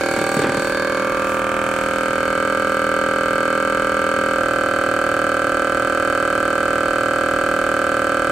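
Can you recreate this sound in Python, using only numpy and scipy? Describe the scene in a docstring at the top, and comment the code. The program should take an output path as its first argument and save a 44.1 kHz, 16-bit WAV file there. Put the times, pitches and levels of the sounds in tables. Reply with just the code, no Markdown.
"""A small vacuum sealer on a table draws the air from a plastic bag. From the start, each stroke of its
piston pump knocks the plastic housing and rattles the valves, over a whirr of air and a faint hum.
In the first second a hand lets the bag and its flat load settle on the table with soft thuds.
As the bag empties, the film crinkles, the motor speeds up and overtones of the shaft swell and fade.
After about 4.4 s the sealing bar draws current, and the motor runs on a little slower."""
import sys
import numpy as np
from scipy import signal
from scipy.fft import rfft, irfft, next_fast_len
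from scipy.io import wavfile
from scipy.ndimage import map_coordinates

SR = 44100
rng = np.random.default_rng(int(sys.argv[2]) if len(sys.argv) > 2 else 0)


def generate_wav(sig):
    """Save sig (samples, or channels by samples) to the path in sys.argv[1] as 16-bit PCM at SR."""
    pcm = np.round(np.clip(np.atleast_2d(sig).T, -1, 1) * 32767).astype(np.int16)
    wavfile.write(sys.argv[1], SR, pcm)


N = 366471

# Air flow (relative to the empty bag) and valve sounds over time: time_s, air_db, ring_db, sizzle_db
VALVE_LEVELS = [(0, 8, -38, -52), (.1, 5.5, -37, -43), (.38, 6, -35, -36.5), (.62, 3.5, -35.5, -40),
                (.8, 1, -37.5, -48), (1.02, 0.5, -41.5, -50.5), (1.6, -0.5, -51, -46), (1.75, 2, -45, -44),
                (2.3, -0.5, -43, -46), (8.31, 0, -43.5, -44.5)]


def amp(db):
    """Decibels as an amplitude ratio."""
    return 10 ** (np.asarray(db) / 20)


def unit(x):
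    """Normalisation to an rms of one."""
    return x / np.sqrt(np.mean(x ** 2) + 1e-20)


def along(points, hz):
    """Interpolation of (frequency_hz, value) points on a logarithmic axis."""
    point_hz, values = np.transpose(points)
    return np.interp(np.log(hz + 1), np.log(point_hz + 1), values)


def curves(rows):
    """Linear interpolation in time: one value a sample for each column after time_s."""
    time_s, *columns = np.transpose(rows)
    return [np.interp(np.arange(N) / SR, time_s, column) for column in columns]


def filtered(x, response):
    """Linear filtering: the spectrum is multiplied by a frequency response."""
    size = next_fast_len(N + 8192)
    return irfft(rfft(x, size) * response(np.fft.rfftfreq(size, 1 / SR)), size)[..., :N]


def modes(table, signs=None):
    """Superposed resonances (pitch_hz, width_hz, gain_db); signs alternate unless given."""
    signs = (-1) ** np.arange(len(table)) if signs is None else signs
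    return lambda hz: sum(sign * amp(db) * 1j * hz * width / (pitch ** 2 - hz ** 2 + 1j * hz * width)
                          for sign, (pitch, width, db) in zip(signs, table))


def spread(pair):
    """Partial coherence: two independent signals mix as mid and side into left and right."""
    # Likeness of left and right: frequency_hz, correlation
    coherence = [(60, 1.0), (130, 1.0), (290, 1.0), (640, 0.75), (1410, 0.097), (3100, 0.48), (6820, 0.18),
                 (15000, 0.49)]
    # Stereo balance: frequency_hz, left_minus_right_db
    balance = [(300, 0), (700, -3), (2400, -1.5), (4400, 1), (8100, 7), (15000, .5)]

    def weights(hz):
        angle = np.arccos(np.clip(along(coherence, hz), -1, 1)) / 2
        return np.array([np.cos(angle), np.sin(angle)])

    mid, side = filtered(pair, weights)
    left_right = np.array([mid + side, mid - side])
    return filtered(left_right, lambda hz: amp(np.outer([.5, -.5], along(balance, hz))))


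def shaft_turns():
    """Rotation is the integral of speed, which rises as the bag empties and sags under the bar's load."""
    start_hz, free_hz, sealing_hz = 38.843, 40.876, 39.617
    spin_up_s, spin_up_shape, seal_s, sag_s = .971, 1.326, 4.379, .03
    t = np.arange(N) / SR
    speed_hz = free_hz - (free_hz - start_hz) * np.exp(-(t / spin_up_s) ** spin_up_shape)
    load = np.clip((t - seal_s) / sag_s, 0, 1)
    return np.cumsum(speed_hz + load * (sealing_hz - speed_hz)) / SR


def piston_strokes(scatter_db):
    """Periodic excitation: one impulse a turn, and the fraction of a turn since the last one."""
    turns = shaft_turns() - .33  # the first stroke comes a third of a turn in
    at = np.interp(np.arange(np.floor(turns[-1]) + 1), turns, np.arange(N))[:, None]
    taps = np.floor(at) + np.arange(-7, 9)
    strength = amp(scatter_db * rng.standard_normal(at.shape))
    # A windowed sinc places each impulse between samples.
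    pulses = strength * np.sinc(taps - at) * np.cos(np.pi * (taps - at) / 16) ** 2
    return np.bincount(taps.astype(int).ravel(), pulses.ravel(), N + 16)[:N], turns % 1


def housing_knock(strokes):
    """Forced vibration: piston blows ring the housing's modes, whose levels shift with the vacuum."""
    # Housing modes: pitch_hz, width_hz, polarity, left_minus_right_db, then a level for each stage:
    # loose_db, drawing_db, tightening_db, empty_db, sealing_db
    housing = np.array([(98, 49, -1, 0, -43, -45, -41, -44, -41),
                        (200.1, 12, -1, 0, -35.5, -37.5, -34.5, -34, -41.5),
                        (297.2, 54, -1, 0, -35, -35.5, -37, -34, -34.5),
                        (344.4, 9.7, -1, 0, -30, -29, -28.5, -52, -33.5),
                        (452.5, 61, -1, 7.5, -33, -33, -35.5, -32, -35.5),
                        (530.6, 24.1, -1, -4.5, -25.5, -25.5, -29.5, -29, -24),
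                        (593.7, 58.3, 1, -6.5, -35, -32, -55, -35.5, -31.5),
                        (697, 11.3, 1, 5, -66, -72, -44, -79, -35),
                        (736.3, 41.7, -1, -2, -40, -45.5, -43.5, -46, -37.5),
                        (902, 29, -1, 4, -57, -44, -40.5, -45, -75),
                        (1034, 27, -1, 2, -63, -44.5, -42, -48, -46),
                        (1200.5, 68, -1, 0.5, -57, -42.5, -33, -29.5, -32),
                        (1228, 19, 1, -5, -59, -58, -44, -32, -48),
                        (1366.4, 32, 1, -3.5, -63, -50, -26, -26, -27.5),
                        (1355.9, 28, -1, 2, -39, -66, -26, -28, -34.5),
                        (1547.3, 37.1, 1, -3, -31.5, -30.5, -36, -31, -27),
                        (1599, 34, 1, -6.5, -36, -50, -37, -35.5, -42),
                        (1710, 30, -1, -7, -45, -39, -47, -63, -59),
                        (1766, 98, 1, -8, -72, -67, -43, -58, -62),
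                        (2020, 25, 1, 6.5, -70, -71, -65, -50, -49.5),
                        (2209, 75, 1, -4, -36, -44.5, -41.5, -38.5, -46.5),
                        (2235.3, 35, -1, -11.5, -38, -72, -51, -39.5, -46),
                        (2436, 48, -1, -9.5, -44, -48, -43.5, -50, -48.5),
                        (2580, 7.6, -1, 12.5, -43, -45, -38, -41, -41),
                        (2980, 61, 1, 1, -51, -59, -54, -49, -51),
                        (3088, 45, -1, -10.5, -52, -50, -48, -46.5, -47)])
    # Progress from loose bag (0) to sealing (4): time_s, stage
    stages = [(.1, 0), (.85, 1), (1.55, 2), (2.4, 3), (4.36, 3), (4.39, 4)]
    # The knock, two rebounds and the return within a stroke: delay_ms, level_db
    impacts = [(1.3, 0.5), (4.3, -13), (8.8, -14.5), (20.5, -14)]
    # Bands in which the blow travels slowly through the case: centre_hz, width_hz
    slow_bands = [(290, 100), (1600, 74), (2500, 490)]
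    hz = np.fft.rfftfreq(8192, 1 / SR)
    u = 1j * hz / 3500
    blow = 1 / (1 + 1j * hz / 5000) ** 2 / (1 + u + u * u) ** 2  # the rubber piston lip blunts the blow
    blow *= 1j * hz / (45 + 1j * hz)  # the small housing radiates little deep bass
    for centre, width in slow_bands:
        resonance = centre ** 2 - hz ** 2 + 1j * hz * width
        blow *= resonance.conj() / resonance  # all-pass dispersion
    blow *= sum(amp(db) * np.exp(-2j * np.pi * hz * ms / 1000) for ms, db in impacts)
    blow = blow * np.exp(-2j * np.pi * np.outer([1, 0], hz) / SR)  # the pump is a touch to the right
    polarity = np.sign(housing[:, 2])
    balance_db = housing[:, 3] * (housing[:, 0] > 480)  # bass modes are equally loud on both sides
    stage = curves(stages)[0]
    sound = np.zeros((2, N))
    for k, level_db in enumerate(housing[:, 4:].T):
        sides = [modes(np.c_[housing[:, :2], level_db + side * balance_db / 2], polarity)(hz)
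                 for side in (1, -1)]
        crossfade = np.clip(1 - abs(stage - k), 0, 1)
        sound += signal.oaconvolve((strokes * crossfade)[None], irfft(sides * blow), axes=1)[:, :N]
    return sound * SR / 40 / np.sqrt(2)  # gives the bare impulses unit rms per overtone at 40 Hz


def valve_rattle(strokes, phase):
    """Noise-excited resonance: a burst each stroke, part repeating and part new, rings small hard parts."""
    # Resonances of the metal ring, rattle, fizz and sizzle: pitch_hz, width_hz, gain_db
    ring_modes = [(4446, 68, 2), (4574, 400, -5), (3628, 42, -3), (4116, 89, -6)]
    rattle_modes = [(5200, 410, -5), (6160, 260, -4), (6560, 130, 0), (7140, 170, -0.5), (9680, 630, -3)]
    fizz_modes = [(11700, 3700, 1), (15030, 900, 4.5)]
    sizzle_modes = [(7966, 870, 2), (8423, 560, 2), (8890, 270, 0)]
    air_db, ring_db, sizzle_db = curves(VALVE_LEVELS)
    rattle_db, fizz_db = -45 + air_db, -54 + 0.52 * air_db
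    t = np.arange(SR // 20) / SR
    burst = (1 - np.exp(-t / 0.00096)) * amp(-60 * t / 0.04) * rng.standard_normal((2, len(t)))
    # The valves open, and the air starts to rush, just ahead of the knock.
    repeating = signal.oaconvolve(strokes[None], burst, axes=1)[:, 80:80 + N]
    rush_phase = (phase + 0.12) % 1
    puff = (1 - np.exp(-rush_phase / 0.11)) * np.exp(-rush_phase / 0.02) + 0.58
    clatter = unit(unit(repeating) + 0.24 * unit(puff * rng.standard_normal((2, N))))
    airy = clatter + 0.13 * rng.standard_normal((2, N))  # the steady stream also blows the metal part
    fizz_decay = np.exp(-rush_phase / 0.38) + .2  # the highest tones die first
    brief = (clatter + rng.standard_normal((2, N))) * fizz_decay
    layers = ((airy, ring_modes, ring_db), (clatter, rattle_modes, rattle_db),
              (brief, fizz_modes, fizz_db), (clatter, sizzle_modes, sizzle_db))
    sound = np.zeros((2, N))
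    for drive, resonances, level_db in layers:
        ringing = unit(filtered(drive, lambda hz: modes(resonances)(hz) ** 2))
        sound += amp(level_db + flutter_db()) * ringing
    return spread(sound)


def flutter_db():
    """Amplitude modulation: the loose bag makes the air unsteady; the treble dips as the load lands."""
    depth_db, knots_per_s, settle_s = 1.7, 10.1, 1.3
    dip_s, dip_db, recovery_s = .44, 9, 0.06
    t = np.arange(N) / SR
    wander = map_coordinates(rng.standard_normal(200), [t * knots_per_s])
    dip = (t > dip_s) * np.exp(-np.abs(t - dip_s) / recovery_s)
    return depth_db * np.exp(-t / settle_s) * wander - dip_db * dip


def shaft_whine():
    """Harmonics of rotation: sines locked to the shaft swell and fade as the motor gains speed."""
    # Shaft overtones: harmonic, loudest_s, half_length_s, level_db
    overtones = [(20, 0.32, 0.35, -32.5), (40, 0.25, 0.46, -32), (41, 0.79, 0.11, -31.5),
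                 (29, 1.38, 0.62, -26.5), (55, 1.01, 0.25, -37), (58, 0.16, 0.18, -40),
                 (30, 0.36, 0.27, -31)]
    t, turns = np.arange(N) / SR, shaft_turns()
    tones = np.zeros(N)
    for harmonic, loudest_s, half_length_s, level_db in overtones:
        swell = np.exp(-((t - loudest_s) / half_length_s) ** 2)
        tones += amp(level_db) * swell * np.sin(2 * np.pi * harmonic * turns)
    return np.sqrt(2) * tones * amp([[-1], [1]])  # 2 dB louder on the right


def load_thuds():
    """Damped impact: each soft contact booms at its own pitch, shakes the table and slaps the plastic."""
    # The load touches the table: start_s, level_db, pitch_hz, slap_relative_db
    contacts = [(0.173, -11, 210, -13), (0.199, -23, 316, -20), (0.213, -15, 327, -20),
                (0.238, -24, 384, -12), (0.363, -10, 427, -20), (0.389, -9, 315, -14),
                (0.415, -11, 296, -13), (0.436, -9, 320, -9), (0.458, -12, 316, -12),
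                (0.486, -9.5, 243, -13), (0.537, -17, 270, -13), (0.569, -14, 278, -10)]
    # Modes of the table top: pitch_hz, width_hz, gain_db
    table_modes = [(109, 40, -3), (150, 26, 4), (226, 22, 2), (303, 25, 6), (430, 86, 1)]
    boom, push, slap = np.zeros((3, N))
    t = np.arange(SR // 10) / SR
    attack = 1 - np.exp(-t / 0.0055)
    for start_s, level_db, pitch_hz, slap_db in contacts:
        push_noise, slap_noise = rng.standard_normal((2, len(t)))
        start = round(start_s * SR)
        span = slice(start, start + len(t))
        boom[span] += amp(level_db - 60 * t / 0.056) * attack * np.sin(2 * np.pi * pitch_hz * t)
        push[span] += amp(level_db + 14 - 60 * t / 0.032) * push_noise
        slap[span] += amp(level_db + slap_db - 60 * t / 0.097) * slap_noise
    plastic = modes([(1100, 1500, 6)])
    return boom + filtered(push, modes(table_modes)) + filtered(slap, lambda hz: plastic(hz) ** 2)


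def bag_crinkle():
    """Buckling: the film creases in short clusters of tiny snaps."""
    # Clusters of creasing: loudest_s, half_length_s, level_db
    clusters = [(0.123, .05, -45), (0.356, 0.057, -43), (.66, 0.076, -45), (1.314, 0.076, -43),
                (2.7, .06, -52)]
    t = np.arange(N) / SR
    noise = rng.standard_normal((2, N))
    spikes = (rng.random(N) < .02) * rng.exponential(2.1, N)
    film = unit(filtered(noise * (0.44 + spikes), modes([(7000, 4700, 0)])))
    envelope = sum(amp(db) * np.exp(-((t - loudest_s) / half_s) ** 2) for loudest_s, half_s, db in clusters)
    return spread(film * envelope)


def motor_whirr(level_db):
    """Broadband noise of brushes, bearings and moving air; the treble follows the air that still flows."""
    # Spectrum of the motor and air noise: frequency_hz, relative_density_db
    spectrum = [(15, -30), (28, -8), (48, 1.5), (65, -7), (100, 0), (160, -5), (260, -0.5), (600, -7),
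                (950, -6.5), (1400, 0), (1900, -6.5), (3000, -13), (3500, -15.5), (5000, -21), (9000, -26),
                (11000, -30.5), (16000, -54)]
    hiss_db = curves(VALVE_LEVELS)[0] + flutter_db()
    noise = unit(filtered(rng.standard_normal((2, N)), lambda hz: amp(along(spectrum, hz))))
    treble = filtered(noise, lambda hz: 1 / (1 + (2800 / (hz + 1)) ** 4))
    return amp(level_db) * spread(noise + (amp(hiss_db) - 1) * treble)


def mains_hum():
    """Alternating current makes the power supply hum faintly in three steady tones."""
    # Tones of the power supply: pitch_hz, rms_db
    tones = [(50, -59), (100, -53), (148, -52)]
    t = np.arange(N) / SR
    return sum(np.sqrt(2) * amp(db) * np.sin(2 * np.pi * hz * t) for hz, db in tones)


def scene():
    """Superposition: the pressures of pump, motor, load and bag add."""
    strokes, phase = piston_strokes(scatter_db=.12)
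    pump = housing_knock(strokes) + valve_rattle(strokes, phase)
    motor = shaft_whine() + motor_whirr(level_db=-33) + mains_hum()
    return pump + motor + load_thuds() + bag_crinkle()


def record(dry):
    """Band limiting: an ideal low-pass filter removes the highest treble."""
    return filtered(dry, lambda hz: hz < 15850)


dry = scene()
out = record(dry)
generate_wav(out)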